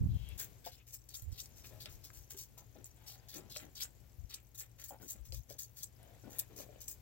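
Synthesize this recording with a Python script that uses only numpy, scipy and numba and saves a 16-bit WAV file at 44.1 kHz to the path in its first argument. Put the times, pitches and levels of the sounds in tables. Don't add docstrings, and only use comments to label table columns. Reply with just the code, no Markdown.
import sys
import numpy as np
from scipy import signal
from scipy.fft import rfft, irfft, next_fast_len
from scipy.io import wavfile
from numba import njit

SR = 44100
rng = np.random.default_rng(int(sys.argv[2]) if len(sys.argv) > 2 else 0)


def digitize_waveform(pressure):
    field = np.atleast_2d(pressure).T
    bounded = np.clip(field, -1, 1)
    quanta = np.round(bounded * 32767).astype(np.int16)
    wavfile.write(sys.argv[1], SR, quanta)


N = 309141

# t/s, parting length/s, closing length/s, parting level/dB, closing level/dB, widest gap f/Hz
SUCK_CUES = [(0.864, .057, 0.041, -66.5, -55, 6540), (1.084, .051, 0.034, -64, -50, 4600),
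             (1.313, 0.061, 0.047, -64, -50, 4080), (3.282, 0.039, 0.065, -58.5, -55, 4640),
             (3.494, 0.051, 0.04, -56.5, -49.5, 3820), (3.749, 0.048, 0.043, -54, -43.5, 3820),
             (4.29, .045, 0.016, -59, -47.5, 3900), (4.542, 0.032, 0.049, -63.5, -53, 6360),
             (5.005, 0.07, 0.055, -66, -50.5, 6250), (5.759, .064, .02, -60, -48.5, 5570),
             (6.295, .092, 0.014, -65, -46, 6840)]
# t/s, length/s, level/dB, gap f/Hz
SQUELCH_CUES = [(0.375, 0.072, -51, 6840), (0.641, 0.046, -55.5, 5150), (0.712, .033, -62.5, 4350),
                (1.177, 0.056, -65.5, 6400), (1.428, 0.03, -64.5, 6300), (1.556, 0.059, -66.5, 6000),
                (1.634, 0.063, -62.5, 5760), (1.799, 0.036, -55.5, 4740), (1.891, 0.063, -66, 6160),
                (2.032, 0.047, -59.5, 5600), (2.128, 0.097, -65.5, 6460), (2.298, 0.036, -56, 6470),
                (2.365, 0.072, -55, 6280), (2.573, 0.028, -61, 6000), (2.851, 0.0083, -56.5, 6600),
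                (3.061, 0.083, -57.5, 5250), (3.596, 0.041, -67.5, 6440), (4.781, 0.088, -63.5, 6070),
                (4.834, 0.029, -56, 6600), (4.878, 0.026, -58.5, 7240), (5.249, 0.03, -65.5, 6130),
                (5.325, 0.051, -57, 5800), (5.491, 0.038, -58.5, 5780), (5.581, 0.061, -52.5, 6250),
                (6.559, 0.072, -57.5, 6220), (6.802, 0.042, -58.5, 6260), (6.872, 0.052, -54, 7030)]
# t/s, peak level/dB, ring f/Hz
SNAP_CUES = [(0.289, -32.5, 12700), (.957, -35, 12000), (1.091, -31.5, 7550), (1.222, -33, 12300),
             (1.458, -35.5, 6700), (1.858, -27.5, 3360), (2.103, -41, 1700), (2.136, -44, 10500),
             (2.844, -30, 7500), (3.563, -27, 2700), (3.582, -36, 5940), (3.834, -21, 10900),
             (4.343, -28, 8500), (4.605, -36.5, 5570), (5.323, -28.5, 4270), (5.634, -33.5, 7000),
             (5.842, -26, 7600), (6.03, -43, 10600), (6.386, -21, 11800), (6.392, -11, 12600),
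             (6.397, -17.5, 11500), (6.881, -26, 7300)]
# t/s, main mode level/dB, f/Hz
PLOP_CUES = [(.664, -37.5, 733), (.671, -38, 688), (1.8595, -51, 577), (2.322, -55, 447), (2.344, -47, 382),
             (2.755, -51.5, 640), (2.785, -53, 348), (3.391, -45.5, 366), (3.561, -44.5, 597),
             (4.907, -42, 785), (5.027, -46.5, 347.5), (5.324, -48, 508), (5.505, -47.5, 560),
             (6.241, -50, 352), (6.689, -47, 579)]
# t/s, length/s, level/dB
RUB_CUES = [(0.381, 0.066, -56.5), (0.639, 0.059, -63), (1.639, 0.023, -61), (1.854, 0.028, -58),
            (2.297, 0.044, -65), (3.329, 0.062, -61.5), (3.586, 0.045, -59.5), (3.816, 0.036, -57.5),
            (4.299, .09, -64.5), (4.598, .05, -63.5), (4.783, 0.067, -65), (6.32, 0.12, -66.5),
            (6.571, 0.057, -64.5)]
# t/s, length/s, level/dB, hollow f/Hz
SHUFFLE_CUES = [(1.703, 0.085, -67.5, 623), (2.567, 0.055, -68.5, 860), (2.747, 0.069, -68, 376),
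                (2.961, 0.35, -78, 780), (3.337, .18, -61.5, 325), (3.605, 0.081, -64.5, 346),
                (4.913, .042, -60.5, 784), (4.994, 0.066, -64.5, 330), (5.128, 0.067, -67.5, 320),
                (5.482, 0.068, -68.5, 573), (5.984, 0.2, -71, 670), (6.232, 0.067, -59, 359),
                (6.306, .124, -71, 712), (6.494, 0.12, -65.5, 410), (6.58, 0.082, -60.5, 545),
                (6.701, .13, -70.5, 565)]
# t/s, length/s, level/dB, start f/Hz, end f/Hz
HISS_CUES = [(0.087, .275, -64.5, 3620, 2650), (0.741, 0.086, -72.5, 2777, 2581)]
# t/s, length/s, left level/dB, right level/dB
PUFF_CUES = [(0.0, 0.072, -34, -28.5), (0.082, 0.087, -30, -40), (.183, 0.062, -39.5, -55),
             (.253, 0.11, -43, -70), (1.221, .108, -63, -39.5), (1.903, 0.058, -51, -77),
             (2.165, 0.081, -53.5, -79), (4.181, 0.067, -42.5, -75), (5.162, .11, -47.5, -82),
             (5.279, .13, -42.5, -63)]
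# f/Hz, level/dB
FIZZ_EQ = [(3000, -38), (6000, -16), (9300, -14), (12000, -2), (14700, -0.5), (15600, 4)]
# f/Hz, level/dB
RASP_EQ = [(400, -5), (1050, -10), (1600, -0.5), (2500, -0.5), (4000, -4.5), (8000, -47)]
# f/Hz, level/dB
RIGHT_PORT_EQ = [(100, -12.5), (600, -1), (1200, 0), (2400, -3.5), (4400, 2.5), (8000, 2.5), (14000, -4)]
# f/Hz, level/dB
AIR_EQ = [(18, -29), (32, -3), (52, -15.5), (75, 0.5), (125, -0.5), (175, -12), (350, -16), (750, -21.5),
          (1200, -29.5), (2300, -28.5), (3800, -31.5), (7500, -30), (9400, -41.5), (12000, -28),
          (15800, -34.5)]
# f/Hz, level/dB
HUM_PARTIALS = [(55, -64.5), (70, -69.5), (111, -70.5), (118, -66.5)]
# f/Hz, level/dB
GAP_EQ = [(1000, -33), (2800, 0), (4100, 4.5), (5400, -1.5), (7600, 7.5), (9200, -2), (16000, 9)]
SHUFFLE_EQ = [(100, 15.5), (220, 7.5), (850, -4.5), (1200, -6.5), (3000, -12)]


def sucks(parting_hz=6080, shut_hz=7580):
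    out = np.zeros(N)
    for s, parting_s, closing_s, parting_db, closing_db, widest_hz in SUCK_CUES:
        parting = slurp(parting_s, parting_db, parting_hz, widest_hz, peak_at=.3, bend=.85, tear_db=1)
        closing = slurp(closing_s, closing_db, widest_hz, shut_hz, peak_at=.61, bend=1.5)
        add(out, s, parting)
        add(out, s + parting_s, closing)
    for s, length, db, hz in SQUELCH_CUES:
        add(out, s, slurp(length, db, hz, hz, peak_at=.24))
    return out


def slurp(length, db, start_hz, end_hz, peak_at, bend=1, tear_db=0):
    edge_db = np.interp(db, [-58, -47], [-7, -12])
    progress, env = swell(length, peak_at, edge_db, tail_s=.014)
    flow = env * crackle(len(env), rate=900, spread_db=4.5, air=.42)
    hz = start_hz * (end_hz / start_hz) ** (progress ** bend)
    gap = colour(ring(flow, hz, width_hz=1400), GAP_EQ)
    bubbles = popping(env, .95 * hz, rate=560, scatter=.22, cycles=10, spread_db=-1.5)
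    fizz_db = db + 7 + tear_db + 10 * np.log2(min(start_hz, end_hz) / 5000)
    rasp_db = -73.5 + .26 * (db + 56)
    return (burst(gap, length, db + .03)
            + burst(bubbles, length, db - 5)
            + burst(colour(flow, FIZZ_EQ), length, fizz_db)
            + burst(colour(flow, RASP_EQ), length, rasp_db))


def snaps(decay_s=.00045, trim_db=-2):
    out, t = np.zeros(N), np.arange(SR // 50) / SR
    for s, db, hz in SNAP_CUES:
        spatter = .62 * rng.standard_normal(len(t)) * np.exp(-t / decay_s)
        spatter[0] += 1
        click = ring(spatter, hz, width_hz=.35 * hz)
        add(out, s, click * undb(db + trim_db) / np.abs(click).max())
    return out


def plops(trim_db=-2.9, decay_cycles=7, attack_s=.00017, stagger_s=.00173):
    out = np.zeros(N)
    for s, db, hz in PLOP_CUES:
        for ratio, mode_db in ((1, 0), (.73, -8), (1.226, -8), (4, -12)):
            mode_hz = hz * ratio
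            detune = 1 + .016 * rng.standard_normal()
            tone = bubble(mode_hz * detune, decay_cycles / mode_hz, rise=.1)
            attack = 1 - np.exp(-np.arange(len(tone)) / SR / attack_s)
            add(out, s + stagger_s * rng.random(), tone * attack * undb(db + trim_db + mode_db))
    return out


def teat_rubs():
    out = np.zeros(N)
    for s, length, db in RUB_CUES:
        add(out, s, burst(colour(stick_slip(length), RASP_EQ), length, db))
    return out


def shuffles(trim_db=4, body_hz=640, rasp_db=-74):
    out = np.zeros(N)
    for s, length, db, hz in SHUFFLE_CUES:
        push = stick_slip(length)
        hollow = level(ring(push, hz, width_hz=160), 0)
        body = level(ring(push, body_hz, width_hz=330), -5)
        add(out, s, burst(colour(hollow + body, SHUFFLE_EQ), length, db + trim_db))
        add(out, s, burst(colour(push, RASP_EQ), length, rasp_db))
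    return out


def hisses(width_hz=1500):
    out = np.zeros(N)
    for s, length, db, start_hz, end_hz in HISS_CUES:
        progress, env = swell(length, peak_at=.84, edge_db=-11.5, tail_s=.011)
        hz = start_hz + (end_hz - start_hz) * progress
        band = ring(env * rng.standard_normal(len(env)), hz, width_hz)
        add(out, s, burst(ring(band, hz, width_hz), length, db))
    return out


def froth(tick_db=-68, ping_db=-75, ping_hz=6800., settle_s=.028):
    ends = [s + parting_s + closing_s for s, parting_s, closing_s, *_ in SUCK_CUES]
    ends += [s + length for s, length, *_ in SQUELCH_CUES]
    fresh_foam = np.zeros(N)
    for s in ends:
        add(fresh_foam, s, np.exp(-np.arange(SR // 2) / SR / settle_s))
    wetness = .59 + np.minimum(fresh_foam, 1)
    ticks = crackle(N, rate=310, spread_db=6, air=.18) * wetness
    pings = popping(wetness, np.full(N, ping_hz), rate=70, scatter=.12, cycles=12, spread_db=1)
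    return level(colour(ticks, FIZZ_EQ), tick_db) + level(pings, ping_db)


def deck(x, right_lag_s=.00008, right_direct_db=-9, trim_db=1.08):
    t = np.arange(SR // 5) / SR
    ports = []
    for lag_s, direct_db in ((0, 0), (right_lag_s, right_direct_db)):
        delay = np.sinc((t[:24] - lag_s) * SR - 8)
        sound = undb(direct_db) * signal.fftconvolve(x, delay)[8:N + 8]
        head_turn = 2 * drift(4)
        for weight in (np.cos(head_turn), np.sin(head_turn)):
            near = burst(rng.standard_normal(len(t)) * np.exp(-t / .0054), 1 / SR, db=-7)
            far = burst(rng.standard_normal(len(t)) * np.exp(-t / .014), 1 / SR, db=-12)
            add(sound, .0003, signal.fftconvolve(x * weight, near + far))
        ports.append(sound * undb(trim_db))
    left, right = ports
    return np.array([left, colour(right, RIGHT_PORT_EQ)])


def wind(usual_db=-40, usual_edge_hz=90.5, db_per_octave=16, attack_s=.0054):
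    out = np.zeros((2, N))
    for s, length, left_db, right_db in PUFF_CUES:
        _, env = swell(length, peak_at=.49, edge_db=1, tail_s=.0032)
        env *= np.minimum(np.arange(len(env)) / SR / attack_s, 1)
        octaves_up = (max(left_db, right_db) - usual_db) / db_per_octave
        edge_hz = max(usual_edge_hz * 2 ** octaves_up, 62)
        eq = [(25, -19), (50, 0), (edge_hz, -3), (2 * edge_hz, -26), (4 * edge_hz, -47), (4000, -80)]
        for port, db in zip(out, (left_db, right_db)):
            eddies = colour(rng.standard_normal(SR), eq)[:len(env)]
            add(port, s, burst(env * eddies, length, db))
    return out


def outdoor_air(db=-59.5):
    common, own = rng.standard_normal(N), rng.standard_normal((2, N))
    bed = colour(.57 * common + own, AIR_EQ)
    return level(bed * undb(3.6 * drift(2.243)), db)


def machine_hum():
    out, t = np.zeros(N), np.arange(N) / SR
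    for hz, db in HUM_PARTIALS:
        gain = undb(db + 2 * drift(2.33)) * np.sqrt(2)
        out += gain * np.sin(2 * np.pi * hz * t + .5 * drift(2.5))
    return out


def popping(env, hz, rate, scatter, cycles, spread_db):
    out = np.zeros(N)
    for i in np.flatnonzero(rng.random(len(env)) < rate / SR):
        pitch = min(hz[i] * np.exp(scatter * rng.standard_normal()), SR / 3)
        gain = env[i] * undb(spread_db * min(rng.exponential(), 2))
        add(out, i / SR, gain * bubble(pitch, cycles / pitch, rise=.12))
    return out[:len(env)]


def bubble(hz, decay_s, rise):
    t = np.arange(int(6 * decay_s * SR) + 2) / SR
    return np.sin(2 * np.pi * hz * t * (1 + rise * t / t[-1] / 2)) * np.exp(-t / decay_s)


def stick_slip(length):
    _, env = swell(length, peak_at=.26, edge_db=-5.5, tail_s=.02)
    return env * crackle(len(env), rate=260, spread_db=2.5, air=.74)


def crackle(size, rate, spread_db, air):
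    strength = undb(spread_db * np.minimum(rng.exponential(size=size), 3))
    bursts = (rng.random(size) < rate / SR) * strength * rng.choice([-1, 1], size)
    return level(bursts, 0) + air * rng.standard_normal(size)


def swell(length, peak_at, edge_db, tail_s):
    t = np.arange(int((length + 5 * tail_s) * SR)) / SR
    progress = np.minimum(t / length, 1)
    env = undb(np.interp(progress, [0, peak_at, 1], [edge_db, 0, edge_db]))
    env *= np.minimum(t / .005, 1) * np.exp(-np.maximum(t - length, 0) / tail_s)
    return progress, env / np.sqrt(np.sum(env ** 2) / (length * SR))


def drift(rate):
    knots = rng.standard_normal(int(N / SR * rate) + 2)
    return np.interp(np.arange(N) / SR * rate, np.arange(len(knots)), knots)


def ring(x, hz, width_hz):
    return bandpass(x, np.clip(hz + np.zeros(len(x)), 20, .45 * SR), float(width_hz))


@njit
def bandpass(x, hz, width_hz):
    y, band_state, low_state = np.empty(len(x)), 0., 0.
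    for i in range(len(x)):
        tuning, damping = np.tan(np.pi * hz[i] / SR), width_hz / hz[i]
        band = (band_state + tuning * (x[i] - low_state)) / (1 + tuning * (tuning + damping))
        band_state = 2 * band - band_state
        low_state += 2 * tuning * band
        y[i] = damping * band
    return y


def colour(x, eq):
    hz, db = np.transpose(eq)
    size = next_fast_len(x.shape[-1] + 512)
    f = np.maximum(np.fft.rfftfreq(size, 1 / SR), 1)
    gain = undb(np.interp(np.log(f), np.log(hz), db))
    return irfft(rfft(x, size) * gain, size)[..., :x.shape[-1]]


def undb(db):
    return 10 ** (np.asarray(db) / 20)


def level(x, db):
    return x * undb(db) / np.sqrt(np.mean(x ** 2) + 1e-20)


def burst(x, length, db):
    return level(x, db) * np.sqrt(length * SR / len(x))


def add(out, s, x):
    i = max(int(s * SR), 0)
    out[..., i:i + x.shape[-1]] += x[..., :max(N - i, 0)]


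def scene():
    close_up = sucks() + snaps() + plops() + teat_rubs() + shuffles() + hisses() + froth()
    bed_pan = undb([[0], [-7]])
    return deck(close_up) + wind() + (outdoor_air() + machine_hum()) * bed_pan


def record(dry, low_cut_hz=28, high_cut_hz=15850):
    low_cut = signal.butter(2, low_cut_hz, "high", fs=SR, output="sos")
    high_cut = signal.ellip(10, .2, 80, high_cut_hz, fs=SR, output="sos")
    return signal.sosfilt(high_cut, signal.sosfilt(low_cut, dry))


dry = scene()
out = record(dry)
digitize_waveform(out)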